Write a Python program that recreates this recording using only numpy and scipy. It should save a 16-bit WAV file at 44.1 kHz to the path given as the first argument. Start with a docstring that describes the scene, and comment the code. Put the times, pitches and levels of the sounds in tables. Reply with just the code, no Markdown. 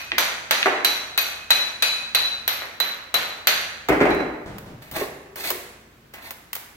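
"""In a bare plastered porch, a mason trims a hand-held stone with a steel hammer, three blows a second.
Each blow cracks the stone and rings the hammer head; broken pieces drop and thud on boards below.
He lays the hammer down, shifts on the scaffold, scrapes mortar from a tub and taps the trowel.
The walls echo all of it, over soft outdoor air and the faint hum of a distant machine."""
import sys
import numpy as np
from scipy import signal
from scipy.fft import rfft, irfft, next_fast_len
from scipy.io import wavfile
from scipy.ndimage import uniform_filter1d

SR = 44100
rng = np.random.default_rng(int(sys.argv[2]) if len(sys.argv) > 2 else 0)


def wrap_up_sound(samples):
    """Save the sound to the file named by the first command line argument, as 16-bit audio."""
    columns = np.atleast_2d(samples).T
    # keep every value between -1 and 1, then stretch to whole-number steps
    tamed = np.clip(columns, -1, 1)
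    steps = np.round(tamed * 32767).astype(np.int16)
    wavfile.write(sys.argv[1], SR, steps)


N = 298116
TIME = np.arange(N) / SR  # seconds through the scene
AGE = np.arange(48000) / SR  # seconds since one short sound began

# Hammer blows; the last is just a touch as it is laid down. Each row: start in seconds, crack level
# in dB, tilt in dB per octave (higher is brighter), then a level in dB for each main head tone.
BLOWS = [(-.15, -25, 1, -28, -37, -29), (.182, -19, 0.17, -45, -38, -30.5),
         (0.5097, -19, -0.2, -35, -29, -37), (.847, -21.5, 0.92, -40, -21, -28),
         (1.1769, -23, 0.99, -29.5, -26.5, -27), (1.505, -21, 0.66, -28, -16, -32),
         (1.8232, -22, 1, -27.5, -20.5, -36), (2.148, -22.5, 0.67, -32.5, -18.5, -33),
         (2.4778, -25, 0.39, -65, -29.5, -27), (2.8012, -26, -2, -43, -22.5, -33.5),
         (3.142, -22, -1.1, -48, -24, -31.5), (3.471, -17.5, 0.72, -36, -34, -27.5),
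         (4.105, -45.5, 1, -45, -39, -66)]
# The head's main tones. Each row: pitch in Hz, fade time in seconds (the time to drop by 60 dB).
HEAD_TONES = [(2520, .3), (3987, .18), (13125, .05)]
# Its weaker tones. Each row: pitch in Hz, level in dB, fade time in seconds.
WEAK_TONES = [(2062, -6, .06), (2366, -5, .08), (4650, -1, .04), (5850, 0, .04), (10400, -5, .02),
              (14420, -12, .02)]
# The colour of cracking stone. Each row: frequency in Hz, level in dB.
CRACK_COLOUR = [(20, -41), (200, -13), (350, -10), (600, 0.5), (1000, 0), (1500, 4), (2200, 4), (3100, 1.5),
                (4300, 3.5), (5100, -7.5), (6600, -7), (8000, -16.5), (14000, -11.5), (16000, -41.5)]


def hammer(weak_db=-13, sharpness=3, tick_db=-11.5, tick_from_hz=6600):
    """Steel ticks on the stone and crushes its edge; the spot that is hit decides which tones ring."""
    out = np.zeros((2, N))
    for start, db, tilt_db, *tone_levels in BLOWS:
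        room = porch(direct_db=-9, early_db=-3, early_s=.011)
        crack = colour(crunch(fade_s=.00064), CRACK_COLOUR, tilt_db)
        add(out, start, db, echo(crack, room))
        tick = cut_bass(crunch(fade_s=.002), tick_from_hz)
        add(out, start, db + tick_db, echo(tick, porch(direct_db=8, early_db=8, early_s=.004)))
        # a sharper contact brings out the weaker tones
        add(out, start, db + weak_db + sharpness * tilt_db, echo(ring(WEAK_TONES, detune=.002), room))
        for (hz, fade_s), tone_db in zip(HEAD_TONES, tone_levels):
            # the head turns and travels as it bounces back, so its ring flutters
            flutter = undb(2.2 * wander(count=140, length=len(AGE)))
            head = ring([(hz, 0, fade_s)], detune=.0003) * flutter
            add(out, start, tone_db, echo(head, porch(direct_db=0, early_db=-1)))
    return out


# Stone pieces and the hammer landing on the boards. 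Each row: start in seconds, level in dB,
# bass cutoff in Hz, tumbling time in seconds, the piece's own ring in dB compared with the boards.
LANDINGS = [(.124, -33.5, 110, 0.0014, 3.5), (.657, -17.5, 770, 0.0034, -14),
            (2.62, -36.5, 1020, 0.00064, -15), (3.892, -17, 30.2, 0.0035, -12.5),
            (3.92, -21.5, 400, 0.0065, -12), (4.004, -25.5, 704, 0.0012, -7), (4.009, -16, 40, 0.0047, -37),
            (4.053, -19.5, 40, 0.0033, -23), (4.089, -25, 334, 0.0097, -19), (4.204, -28, 100, 0.0014, -30)]
# The colour of a thud on the boards. Each row: frequency in Hz, level in dB.
BOARD_COLOUR = [(18, -78), (40, -10.5), (110, -17), (200, -15), (290, 0), (430, -6), (520, -7.5), (740, -8),
                (950, -14), (2150, -14.5), (3100, -29), (4600, -38.5), (9000, -50), (16000, -51)]
# How the boards, a loose piece and a chip ring. Each row: pitch in Hz, level in dB, fade in seconds.
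BOARD_TONES = [(167, -4.5, .15), (310, -9, 0.09), (387, 6.5, 0.075), (465, -2, 0.092), (475, -13, 0.36),
               (639, -9, 0.39), (746, -5.5, 0.12)]
PIECE_TONES = [(1903, 5.5, 0.2), (2060, 3, 0.43)]
CHIP_TONES = [(1970, -9.5, 0.016), (2560, -1, 0.0034), (3240, -5.5, 0.0026)]
# Small chips landing. Each row: start in seconds, level in dB.
CHIPS = [(0.1186, -28.5), (0.629, -25)]


def falling_pieces(board_ring_db=-8):
    """Big pieces tumble on the boards, and both ring; small chips only tick."""
    out = np.zeros((2, N))
    for start, db, cutoff_hz, tumble_s, piece_db in LANDINGS:
        thud = unit(colour(crunch(tumble_s, rise=.98), BOARD_COLOUR))
        board_ring = undb(board_ring_db) * unit(ring(BOARD_TONES, detune=.0054))
        boards = unit(cut_bass(thud + board_ring, cutoff_hz))
        piece = undb(piece_db) * unit(ring(PIECE_TONES, detune=.006))
        add(out, start, db, echo(boards + piece, porch(direct_db=-1, early_db=-2, early_s=.024)))
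    for start, db in CHIPS:
        add(out, start, db, echo(ring(CHIP_TONES, detune=.02), porch(direct_db=5, early_db=-3)))
    return out


# Steel clicking on stone. Each row: start in seconds, level in dB, tilt in dB per octave,
# contact time in seconds.
TAPS = [(3.8864, -27, -2, 0.0065), (4.146, -49, 2, 0.0026), (4.583, -43.5, 2.5, 0.0019),
        (4.913, -39, 4, 0.011), (4.962, -34, 2, .006), (5.358, -37.5, 2.5, 0.0081),
        (5.5033, -24.5, 4, 0.0058), (5.513, -35, 2.5, 0.0053), (6.137, -43, 1.5, 0.014),
        (6.307, -36.5, 3, 0.0047), (6.531, -30.5, 4, 0.0026), (6.553, -31.5, 4.5, .002),
        (6.565, -41, 1.5, .003)]
# The colour of that click. Each row: frequency in Hz, level in dB.
STEEL_COLOUR = [(20, -45), (150, -49), (400, 6.5), (900, 10.5), (2000, 7.5), (3200, 2), (6000, -5.5),
                (9500, -9.5), (12000, -2.5), (14500, -4), (16000, -1)]
# The blade knocking the mortar tub. 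Each row: start in seconds, level in dB.
KNOCKS = [(4.962, -33.5), (5.011, -29), (5.358, -42.5), (5.505, -36)]
# The tub's tones. Each row: pitch in Hz, level in dB, fade time in seconds.
TUB_TONES = [(280, -0.5, 0.1), (370, 5.5, 0.19), (406.7, 7.5, 0.13), (455, 2, 0.12), (517, 0.5, 0.35),
             (632, -3.5, 0.077), (766, -3, 0.047), (1110, 1, 0.057)]


def trowel_taps(contact_db=-4.5, right_louder_db=.5):
    """The blade clicks on stone, and its dull knocks set the tub ringing."""
    out = np.zeros((2, N))
    pan = undb(np.array([[-right_louder_db], [right_louder_db]]) / 2)
    for start, db, tilt_db, contact_s in TAPS:
        room = pan * porch(direct_db=2, early_db=3, early_s=.005)
        click = colour(crunch(contact_s), STEEL_COLOUR, tilt_db)
        add(out, start, db, echo(click, room))
    for start, db in KNOCKS:
        room = pan * porch(direct_db=-1, early_db=4.5, early_s=.029)
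        contact = unit(colour(crunch(fade_s=.0033), STEEL_COLOUR, tilt_db=-13))
        tub = unit(ring(TUB_TONES, detune=.0286))
        add(out, start, db, echo(tub + undb(contact_db) * contact, room))
    return out


# Trowel strokes through mortar. Each row: start in seconds, seconds to reach full force,
# seconds held, level in dB, treble change from dry grit in dB.
STROKES = [(4.814, 0.0092, 0.16, -44, 0), (4.936, 0.023, 0.085, -28, 0), (5.364, 0.11, 0.019, -28.5, 6.5),
           (6.133, 0.0062, 0.054, -40, -10), (6.21, 0.049, 0.025, -36, 1)]
# The colour of scraped sand. Each row: frequency in Hz, level in dB.
SAND_COLOUR = [(20, -45), (180, -4.5), (400, -1), (700, 8), (1050, 4.5), (1500, 0), (1780, 8.5), (1930, 4),
               (2090, 8), (2300, 1.5), (2520, 5), (3100, -4.5), (3960, 0), (5000, -6.5), (9500, -10),
               (12000, -3), (15500, -8)]


def trowel_scrapes(judder_db=3, grit_hz=3000):
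    """Sand grains of many sizes catch under the blade as it drags."""
    sizes_db = 4.5 * rng.standard_normal(N)
    grains = rng.standard_normal(N) * undb(sizes_db + judder_db * wander(count=1000, length=N))
    sand = np.sqrt(N) * unit(colour(grains, SAND_COLOUR))
    body = signal.sosfiltfilt(signal.butter(2, grit_hz, fs=SR, output="sos"), sand)
    grit = sand - body
    drag = sum(undb(db) * stroke_force(TIME - start, rise_s, hold_s) * (body + undb(grit_db) * grit)
               for start, rise_s, hold_s, db, grit_db in STROKES)
    room = unit(porch(direct_db=2, early_db=3.5))
    return signal.fftconvolve(drag[None], room, axes=-1)[:, :N]


def stroke_force(age, rise_s, hold_s, bite_db=-14.5, ease_db_per_s=52, lift_db_per_s=418):
    """The blade bites gently, swells to full force, eases while held and fades as it lifts."""
    swell_db = bite_db * np.clip(1 - age / rise_s, 0, 1)
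    ease_db = ease_db_per_s * np.clip(age - rise_s, 0, hold_s)
    lift_db = lift_db_per_s * np.maximum(age - rise_s - hold_s, 0)
    return (age >= 0) * undb(swell_db - ease_db - lift_db)


# Bumps of the scaffold. Each row: start in seconds, level in dB.
BUMPS = [(4.46, -36), (4.529, -43), (4.66, -40), (4.914, -39.5)]
# Their deep colour. Each row: frequency in Hz, level in dB.
BUMP_COLOUR = [(25, -12), (60, -7), (130, 0), (240, -6.5), (450, -11), (1000, -16.5), (4000, -29.5),
               (15000, -46.5)]


def scaffold():
    """The planks bump as the mason leans forward."""
    out = np.zeros((2, N))
    for start, db in BUMPS:
        bump = colour(crunch(fade_s=.029), BUMP_COLOUR)
        add(out, start, db, echo(bump, porch(direct_db=-4, early_db=-10)))
    return out


# How long the walls echo. Each row: frequency in Hz, fade time in seconds.
WALL_ECHO = [(100, 0.94), (400, 1), (1500, 1), (4000, 0.75), (8000, 0.81), (14000, 0.42)]


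def porch(direct_db, early_db, early_s=.012, build_s=.0047, alike_hz=620):
    """One click in the porch: the direct sound, early bounces off close walls, then a tail at 0 dB."""
    hz = np.fft.rfftfreq(512, 1 / SR)
    seconds = np.arange(190) * 256 / SR
    noise = rng.standard_normal((2, len(hz), len(seconds), 2)) @ np.array([1, 1j])
    fading = undb(-60 * seconds / read(WALL_ECHO, hz)[:, None])
    tail = signal.istft(noise * fading)[1][:, :len(AGE)] * (1 - np.exp(-AGE / build_s))
    early = rng.standard_normal((2, len(AGE)))
    early *= np.exp(.6 * rng.standard_normal(len(AGE)) - AGE / early_s)
    mid, side = rfft(unit(tail) + undb(early_db) * unit(early))
    # long waves reach both microphones alike: more shared sound (mid), less left-right contrast (side)
    alike = 1 / (1.02 + (np.fft.rfftfreq(len(AGE), 1 / SR) / alike_hz) ** 4)
    mid, side = mid * np.sqrt((1 + alike) / 2), side * np.sqrt((1 - alike) / 2)
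    room = irfft(np.array([mid + side, mid - side]))
    room[[0, 1], [0, 6]] += undb(direct_db)  # reaches the right side 6 samples after the left
    return room


# The colour of the air, then the tones of the hum. Each row: frequency in Hz, level in dB.
AIR_COLOUR = [(12, -48), (24, -23.5), (40, -13), (55, -23), (90, -9.5), (200, -12), (300, -11.5),
              (800, -23), (1700, -22), (4000, -30), (9500, -39.5), (15500, -34)]
HUM_TONES = [(56, -63.5), (85, -63.5), (138, -66.5), (170, -83), (225, -64)]


def air_and_hum(air_db=-54, wide_above_hz=700, waver=.44):
    """Soft outdoor air and the wavering hum of a distant machine."""
    mid, side = colour(rng.standard_normal((2, N)), AIR_COLOUR)
    side = cut_bass(side, wide_above_hz, order=1)
    out = undb(air_db) * np.sqrt(N) * unit(np.array([mid + side, mid - side]))
    for hz, db in HUM_TONES:
        swell, drift = wander(count=50, length=N), wander(count=50, length=N)
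        out += undb(db) * np.sqrt(2) * (1 + waver * swell) * np.sin(2 * np.pi * hz * TIME + drift)
    return out


def crunch(fade_s, rise=0):
    """A spray of tiny contacts; rise 0 starts at full force, rise 1 builds up first."""
    age = AGE / fade_s
    noise = rng.standard_normal(len(AGE))
    grains = unit(noise * age ** rise * np.exp(.72 * rng.standard_normal(len(AGE)) - age))
    # even out the colour, so that no range of pitches stands out
    power = uniform_filter1d(np.abs(rfft(grains)) ** 2, size=120) + .02
    power_hz = np.fft.rfftfreq(len(AGE), 1 / SR)
    return equalize(grains, lambda hz: np.interp(hz, power_hz, power) ** -.5)


def ring(tones, detune):
    """A struck object's fading tones, each slightly off pitch at random and swelling within a cycle."""
    out = 0
    for hz, db, fade_s in tones:
        cycles = hz * (1 + detune * rng.standard_normal()) * AGE
        loudness = (1 - np.exp(-2 * cycles)) ** 2 * undb(-60 * AGE / fade_s)
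        out = out + undb(db) * unit(np.sin(2 * np.pi * cycles) * loudness)
    return out


def echo(x, room):
    """Pass a short sound through the room."""
    return signal.fftconvolve(np.atleast_2d(x), room, axes=-1)[:, :len(AGE)]


def add(out, start_s, db, sound):
    """Mix in a sound; db is its level with the energy spread over a tenth of a second."""
    start = int(round(start_s * SR))
    a, b = max(start, 0), min(start + sound.shape[-1], N)
    out[:, a:b] += undb(db) * np.sqrt(SR / 10) * unit(sound)[:, a - start:b - start]


def colour(x, points, tilt_db=0):
    """Set a sound's balance of bass and treble from a table, tilted around roughly 1 kHz."""
    return equalize(x, lambda hz: undb(read(points, hz) + tilt_db * np.log2((hz + 100) / 1000)))


def equalize(x, gain_of_hz):
    """Turn each frequency up or down, with no ringing before the sound starts."""
    n = 2 * next_fast_len(x.shape[-1] // 2 + 1, True)
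    cepstrum = irfft(np.log(gain_of_hz(np.fft.rfftfreq(n, 1 / SR))))
    cepstrum[1:n // 2] *= 2
    return irfft(rfft(x, n) * np.exp(rfft(cepstrum[:n // 2], n)))[..., :x.shape[-1]]


def cut_bass(x, hz, order=2):
    """Turn down everything below hz."""
    return signal.sosfilt(signal.butter(order, hz, "high", fs=SR, output="sos"), x)


def wander(count, length):
    """A random curve through count points, straying about 1 from zero."""
    return np.interp(np.linspace(0, count - 1, length), np.arange(count), rng.standard_normal(count))


def read(points, hz):
    """Look up a frequency in a table, sliding between rows on a scale of octaves."""
    row_hz, value = np.transpose(points)
    return np.interp(np.log(hz + 1), np.log(row_hz), value)


def unit(x):
    """Scale to an average energy of one per channel."""
    return x / np.sqrt(np.mean(np.sum(x ** 2, axis=-1)))


def undb(db):
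    """Turn decibels into a multiplier."""
    return 10 ** (np.asarray(db) / 20)


def scene():
    """All the work in the porch, over the background."""
    return hammer() + falling_pieces() + scaffold() + trowel_taps() + trowel_scrapes() + air_and_hum()


# The microphones' balance. Each row: frequency in Hz, left level minus right level in dB.
MIC_BALANCE = [(200, 0.5), (450, 0.5), (1000, -1.5), (2000, -2.5), (4000, 0.9), (8000, 2.5), (13000, -1)]


def record(dry, top_hz=15900):
    """Each microphone colours the sound a little; peaks clip at full scale and the top treble is cut."""
    left = equalize(dry[0], lambda hz: undb(read(MIC_BALANCE, hz) / 2))
    right = equalize(dry[1], lambda hz: undb(-read(MIC_BALANCE, hz) / 2))
    treble_cut = signal.ellip(10, .2, 80, top_hz, fs=SR, output="sos")
    return signal.sosfilt(treble_cut, np.clip([left, right], -1, 1))


dry = scene()
out = record(dry)
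wrap_up_sound(out)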